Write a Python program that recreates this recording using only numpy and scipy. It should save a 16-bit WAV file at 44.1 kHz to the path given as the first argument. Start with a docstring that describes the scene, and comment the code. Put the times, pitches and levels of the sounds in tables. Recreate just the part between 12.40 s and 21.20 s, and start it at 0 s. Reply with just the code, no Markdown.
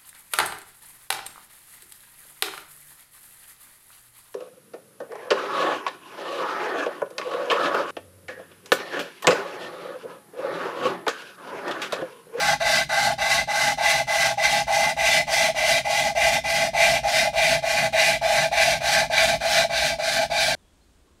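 """In a quiet workshop, a strip of abrasive cloth is pulled to and fro round a clamped wooden handle. Sliding
friction gives a hiss proportional to the strip's speed and forces the bending modes of the handle and the
bench; at each reversal the strip breaks loose and the handle rings freely. At 8.15 s the sanding sound and its
reverberation break off at once, leaving the room's noise floor, a distant bird and a faint rustle."""
import sys
import numpy as np
from scipy import signal
from scipy.fft import rfft, irfft, next_fast_len
from scipy.io import wavfile
from scipy.ndimage import uniform_filter1d, map_coordinates

SR = 44100
rng = np.random.default_rng(int(sys.argv[2]) if len(sys.argv) > 2 else 0)


def wav_out(sig):
    """Save sig, one row per channel (or a flat mono array), as 16-bit PCM at SR to the path in sys.argv[1]."""
    wavfile.write(sys.argv[1], SR, np.round(np.clip(np.atleast_2d(sig).T, -1, 1) * 32767).astype(np.int16))


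N = 388074
TIME = np.arange(N) / SR

# Strokes, out and back in turn: (grip time [s], stop time [s], jolt [dB], pressure [dB],
# coarse patch boost [dB], low bend boost at start [dB], low bend boost at end [dB])
STROKE_PLAN = [(-0.07, 0.163, -55, -1.5, 2.5, -2.5, 2), (0.199, 0.449, -46, -0.5, 1, 0, -1),
               (0.489, 0.743, -41.5, 0, -1, 0, 1), (0.779, 1.044, -38, -0.4, 2.5, 0, -1),
               (1.074, 1.347, -35, -0.5, 1, -1.5, 1), (1.374, 1.638, -35.5, -0.5, 2.5, 0, -1),
               (1.669, 1.944, -36, -0.5, 2, -2, 2.5), (1.973, 2.239, -31, -0.5, 4.5, 0.5, -2.5),
               (2.268, 2.537, -38, -1, 5.5, 3.5, 1), (2.565, 2.835, -29, 0.5, 2.5, 1.5, -1.5),
               (2.868, 3.119, -39, 0, 2, -0.5, 3), (3.145, 3.416, -29.5, -0.5, 3, 1, -1),
               (3.444, 3.726, -38, -1, -1, -0.5, -0.5), (3.75, 4.003, -29.5, 0.5, 4.5, 2.5, 0.5),
               (4.037, 4.298, -42, -0.5, 3, -1, -1), (4.332, 4.604, -34, 0.5, 4, 2, -1),
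               (4.63, 4.902, -33, -1.2, 2, 2, 1), (4.93, 5.198, -33.5, -0.5, 3, 0.5, -2),
               (5.224, 5.493, -32, -1.5, 4, -2.5, 0.5), (5.524, 5.784, -41, 0.5, 5, 0.5, -1),
               (5.813, 6.086, -27, -0.5, 5, 2, 1.5), (6.114, 6.387, -29, -0.5, 5.5, 3, -1.5),
               (6.404, 6.668, -32, -0.5, 6.5, -1, 3.5), (6.699, 6.974, -25, -0.5, 5.5, 2, 0),
               (7.002, 7.266, -39, -0.2, 5, -1.5, 1.5), (7.294, 7.559, -31.5, -1.5, 5.5, -0.5, -0.5),
               (7.585, 7.867, -31, -1, 2.5, -0.5, -1.5), (7.899, 8.169, -28.5, -1, 3.5, -0.5, 0.5)]
# The creeping strip passes four places on the handle: (time [s])
PLACE_TIMES = [0.5, 3.5, 5.5, 8]
# Handle's upper modes: (frequency [Hz], bandwidth [Hz], level at each of the four places [dB],
# boost on outward strokes [dB])
UPPER_MODES = [(1096, 49, -3, -11.5, -10.5, -12.5, 0.5), (1458, 140, -5.5, -23, -15.5, -11.5, 5),
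               (1582, 33, 6.5, -5, 0, 4.5, 1), (1738, 27, -1.5, -16, -0.5, -2, 1),
               (1964, 182, -7, -8, -4, -10.5, -1), (2018, 44.5, 8, 7.5, 4, -2, 0),
               (2085, 37, 1.5, 1.5, -2, -17, 0), (2303, 62, -5.5, -0.5, 1, 0, -3.5),
               (2442, 46, -13, -0.5, 2.5, -2.5, -1), (2630, 44, -4, -7, -6.5, -10, -6),
               (2804, 44, -6.5, -4.5, -4, -14, -3), (3040, 60, -29, -12, -22.5, -33, -2),
               (3080, 180, -28.5, -13, -16.5, -18, -4.5), (3590, 31, -5.5, -11.5, -9, -3, -3.5),
               (3798, 99, -7, -17.5, -10, -7, -3), (4070, 67, -6.5, -23, -10.5, -7.5, 0.5),
               (4250, 72, -28.5, -20, -18.5, -11, 1), (4660, 180, -13, -25, -19.5, -7.5, -3),
               (4840, 100, -21.5, -31.5, -39, -25.5, -9.5), (5820, 120, -18, -17.5, -25, -18.5, 3),
               (6000, 61, -10, -13, -14.5, -13, 0.5), (6310, 78, -20, -17, -24.5, -16.5, 1.5)]
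# Modes of the handle's low bends, the bench, its legs and the rustle:
# (frequency [Hz], bandwidth [Hz], relative level [dB])
FIRST_BEND_MODES = [(631.2, 41.3, 4.5), (665.2, 35.6, 7), (711.5, 37, -0.5)]
SECOND_BEND_MODES = [(816, 24, 0), (875, 40, -12)]
BENCH_MODES = [(124, 11, 0), (160, 20, -2), (218, 20, -5), (268, 22, -9), (310, 30, -15), (350, 30, -19)]
LEG_MODES = [(32, 14, -16), (44, 16, -8), (60, 11, 0)]
RUSTLE_RESONANCES = [(340, 60, -1), (560, 120, -11), (1110, 90, -8)]
# Spectra of the friction noise and the noise floor: (frequency [Hz], relative density [dB])
GRIT_SPECTRUM = [(400, -20), (900, -34), (1500, -2.5), (3000, -2), (5000, -1.5), (7000, -8), (10000, -11),
                 (12500, -18), (15700, -27)]
AIR_SPECTRUM = [(12, -31), (20, -4), (74, 0.5), (126, -14), (213, -10), (352, -14), (505, -17.5),
                (581, -18), (2210, -27.5), (3450, -26.5), (5850, -30.5), (8400, -29.5), (15500, -43.5)]
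# How hard the hands rock the bench: (time [s], relative level [dB])
ROCKING_LEVELS = [(0, 1), (1, -0.5), (1.8, -3), (2.4, 1), (3.5, -0.5), (4.2, 3), (5.6, 0), (6.8, 3.5),
                  (7.3, -0.5), (7.8, 2.5), (8.2, -2)]
# Decay of the room: (frequency [Hz], reverberation time [s])
ROOM_T60 = [(100, 0.9), (700, 0.073), (3000, 0.26), (12000, 0.17)]
# Whistles: (start [s], length [s], first pitch [Hz], last pitch [Hz], glide [s], level [dB],
# pitch flutter [fraction])
BIRD_NOTES = [(8.17, 0.21, 3900, 3330, 0.06, -75, 0.008), (8.405, 0.045, 4050, 4200, 0.04, -73, 0.04)]
# Envelope of the rustle: (time [s], level [dB])
RUSTLE_LEVELS = [(8.58, -90), (8.65, -67), (8.7, -65), (8.76, -72), (8.8, -80)]


def amp(db):
    """Amplitude ratio of a level in decibels."""
    return 10 ** (np.asarray(db) / 20)


def unit_rms(x):
    """Normalisation to an rms of 1."""
    return x / np.sqrt(np.mean(x ** 2) + 1e-20)


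def log_interp(points, hz):
    """Interpolation of (frequency [Hz], value) points on a logarithmic axis."""
    knots_hz, values = np.transpose(points)
    return np.interp(np.log(hz + 1), np.log(knots_hz + 1), values)


def bell(x, centre, width):
    """Gaussian curve of height 1."""
    return np.exp(-0.5 * ((x - centre) / width) ** 2)


def wobble(knots_per_s):
    """Smooth random modulation: a spline through Gaussian knots."""
    return map_coordinates(rng.standard_normal(int(N * knots_per_s / SR) + 4), [TIME * knots_per_s])


def filtered(x, response):
    """Linear filtering: the spectrum is multiplied by a frequency response."""
    size = next_fast_len(N + SR // 2)
    return irfft(rfft(x, size) * response(np.fft.rfftfreq(size, 1 / SR)), size)[:N]


def resonator(force, hz, width_hz):
    """A damped mode with unit gain at resonance."""
    return signal.lfilter(*signal.iirpeak(hz, hz / width_hz, SR), force)


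def radiation(x, cutoff_hz):
    """A body small against the wavelength radiates poorly: a high-pass."""
    return signal.sosfilt(signal.butter(4, cutoff_hz, "high", fs=SR, output="sos"), x)


def grit(spread_db):
    """Dense catches of uneven size add up to white noise."""
    return unit_rms(rng.standard_normal(N) * amp(spread_db * rng.standard_normal(N)))


def forced_body(modes, drive, cutoff_hz):
    """Modal superposition under a noise force; a drive of 1 gives an rms of 1."""
    def respond(x):
        return sum((-1) ** k * amp(db) * resonator(x, hz, width)
                   for k, (hz, width, db) in enumerate(modes))
    force = radiation(grit(spread_db=2.5), cutoff_hz)
    return respond(force * drive) / np.std(respond(force))


def stroke_motion():
    """Reciprocating motion, per sample: direction; progress, speed and contact (0-1); levels [dB]."""
    table = np.array(STROKE_PLAN)
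    number = np.clip(np.searchsorted(table[:, 0], TIME) - 1, 0, None)
    outward = number % 2 == 0
    grips, stops, _, pressure_db, patch_db, start_db, end_db = table[number].T
    # The hiss starts suddenly at each grip and trails off just after the strip lets go.
    progress = np.clip((TIME - grips + 0.014) / (stops - grips + 0.024), 0, 1)
    skew = np.log(0.5) / np.log(0.56)  # fastest at 56% of the stroke
    speed = np.abs(np.sin(np.pi * progress ** skew))
    bite = np.clip((TIME - grips) / 0.0039, 0, 1)
    release = np.clip((stops - TIME) / 0.03, 0, 1)
    bends_db = start_db + (end_db - start_db) * progress
    return outward, progress, speed, bite, release, pressure_db, patch_db, bends_db


def friction_hiss(drive):
    """Direct friction noise; fine resonances shift as the strip wanders and blur in the treble."""
    hz, _, spectrum = signal.stft(grit(spread_db=2), SR, nperseg=1024)
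    ripple = uniform_filter1d(rng.standard_normal(spectrum.shape), size=3, axis=0)
    ripple = unit_rms(uniform_filter1d(ripple, size=8, axis=1))
    depth_db = log_interp([(4500, 3.2), (8000, 1.3)], hz)[:, None]
    noise = signal.istft(spectrum * amp(depth_db * ripple), nperseg=1024)[1][:N]
    return drive * unit_rms(filtered(noise, lambda hz: amp(log_interp(GRIT_SPECTRUM, hz))))


def upper_modes(drive, outward, progress, patch_db):
    """Modal coupling: each mode is driven by how much it moves where the strip bears."""
    coarse_db = patch_db * bell(progress, np.where(outward, 0.65, 0.33), 0.099)  # a coarse patch passes
    grip_db = 3.5 * bell(progress, 0, 0.2)
    brake_db = 1.5 * bell(progress, 1, 0.15)
    force = filtered(grit(spread_db=1), lambda hz: hz ** 2 / (hz ** 2 + 900 ** 2))
    force *= drive * amp(-6.5 + coarse_db + grip_db + brake_db)
    sound, hop = np.zeros(N), 256
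    for k, (hz, width_hz, *place_db, outward_db) in enumerate(UPPER_MODES):
        coupling_db = np.interp(TIME[::hop], PLACE_TIMES, place_db) + outward_db * outward[::hop]
        sound += (-1) ** k * resonator(force * np.repeat(amp(coupling_db), hop)[:N], hz, width_hz)
    return sound


def low_bends(contact, outward, progress, speed, bends_db):
    """Forced bending vibration of the handle, set by contact and almost independent of speed."""
    midstroke_db = np.where(outward, -1.5, 0.5) * np.sin(np.pi * progress) ** 2
    first_db = np.interp(TIME, PLACE_TIMES, [-30, -27, -25, -24.5]) + midstroke_db + 1.6 * wobble(7)
    second_db = np.interp(TIME, PLACE_TIMES, [-27, -28, -29, -30.5]) + 1.4 * wobble(5.6)
    drive = contact * amp(bends_db)
    first = forced_body(FIRST_BEND_MODES, drive * amp(first_db) * speed ** 0.027, cutoff_hz=543)
    second = forced_body(SECOND_BEND_MODES, drive * amp(second_db) * speed ** 0.063, cutoff_hz=566)
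    return first + second


def bench_rumble(outward, progress, speed):
    """Structure-borne sound: the bench follows the growing pull and rocks on its legs."""
    rocking = amp(np.interp(TIME, *np.transpose(ROCKING_LEVELS)))
    pull = uniform_filter1d(0.38 + np.sin(np.pi * progress ** 1.95) ** 2, size=800)
    sway = uniform_filter1d(amp(np.where(outward, -51, -46.5)) * (0.66 + 0.14 * speed), size=4000)
    bench = forced_body(BENCH_MODES, amp(-42) * rocking ** 0.53 * pull, cutoff_hz=90)
    return bench + forced_body(LEG_MODES, rocking * sway, cutoff_hz=22)


def reverberation(x):
    """Convolution with a diffuse tail in which each frequency decays exponentially at its own rate."""
    hz, t, spectrum = signal.stft(rng.standard_normal(SR // 3), SR, nperseg=256)
    decay = amp(-60 * t / log_interp(ROOM_T60, hz)[:, None])
    tail = signal.istft(spectrum * decay, SR, nperseg=256)[1]
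    return signal.fftconvolve(np.pad(x, (250, 0)), tail / np.linalg.norm(tail))[:N]


def room_air():
    """The noise floor: broadband noise with slight amplitude modulation."""
    noise = filtered(rng.standard_normal(N), lambda hz: amp(log_interp(AIR_SPECTRUM, hz)))
    return amp(-60.5 + 1.2 * wobble(3.4)) * unit_rms(noise)


def reversal_jolts():
    """Free damped vibration: the strip breaks loose at each reversal and the low bends ring once."""
    sound, t = np.zeros(N + SR), np.arange(SR // 10) / SR
    attack = 1 - np.exp(-t / 0.0027)
    for grips, _, jolt_db, *_ in STROKE_PLAN[1:]:
        ringing = sum(amp(db + rng.normal(0, 2.8)) * np.exp(-np.pi * width * t)
                      * np.sin(2 * np.pi * hz * t)
                      for hz, width, db in FIRST_BEND_MODES + SECOND_BEND_MODES)
        sound[round(grips * SR):][:len(t)] += amp(jolt_db) * ringing * attack
    return radiation(sound[:N], cutoff_hz=520)


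def bird():
    """Far whistles outside: tones that glide, then hold, modulated in frequency and amplitude."""
    sound, tremolo, waver = np.zeros(N), amp(2.5 * wobble(40)), wobble(150)
    for start, length, first_hz, last_hz, glide, db, flutter in BIRD_NOTES:
        pitch = np.interp(TIME, [start, start + glide], [first_hz, last_hz]) * (1 + flutter * waver)
        swell = np.interp((TIME - start) / length, [0, 0.2, 0.8, 1], [0, 1, 0.5, 0])
        sound += amp(db) * swell * np.sin(2 * np.pi * np.cumsum(pitch) / SR)
    return np.sqrt(2) * tremolo * sound


def rustle():
    """A faint rustle nearby: noise excites a few heavily damped resonances."""
    level_db = np.interp(TIME, *np.transpose(RUSTLE_LEVELS), left=-200)
    return forced_body(RUSTLE_RESONANCES, amp(level_db), cutoff_hz=200)


def scene():
    """Superposition: one motion drives all the sanding, which is gated off with its reverberation."""
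    outward, progress, speed, bite, release, pressure_db, patch_db, bends_db = stroke_motion()
    catch = amp(pressure_db + 1.2 * wobble(14) + 1.3 * wobble(45))  # the grit bites unevenly
    upper_drive = catch * bite ** 1.9 * release ** 2.2 * (0.086 + speed) ** 0.76
    sanding = friction_hiss(amp(-25) * catch * speed)
    sanding += upper_modes(upper_drive, outward, progress, patch_db)
    sanding += low_bends(bite * release, outward, progress, speed, bends_db)
    sanding += reversal_jolts()
    sanding += bench_rumble(outward, progress, speed)
    sanding += amp(-10.5) * reverberation(sanding)
    gate = np.clip((8.1515 - TIME) / 0.0013, 0, 1)
    return (sanding * gate + room_air() + rustle() + bird())[None]


def record(dry):
    """Band limiting: an ideal low-pass at 15.7 kHz."""
    return filtered(dry[0], lambda hz: hz < 15700)[None]


dry = scene()
out = record(dry)
wav_out(out)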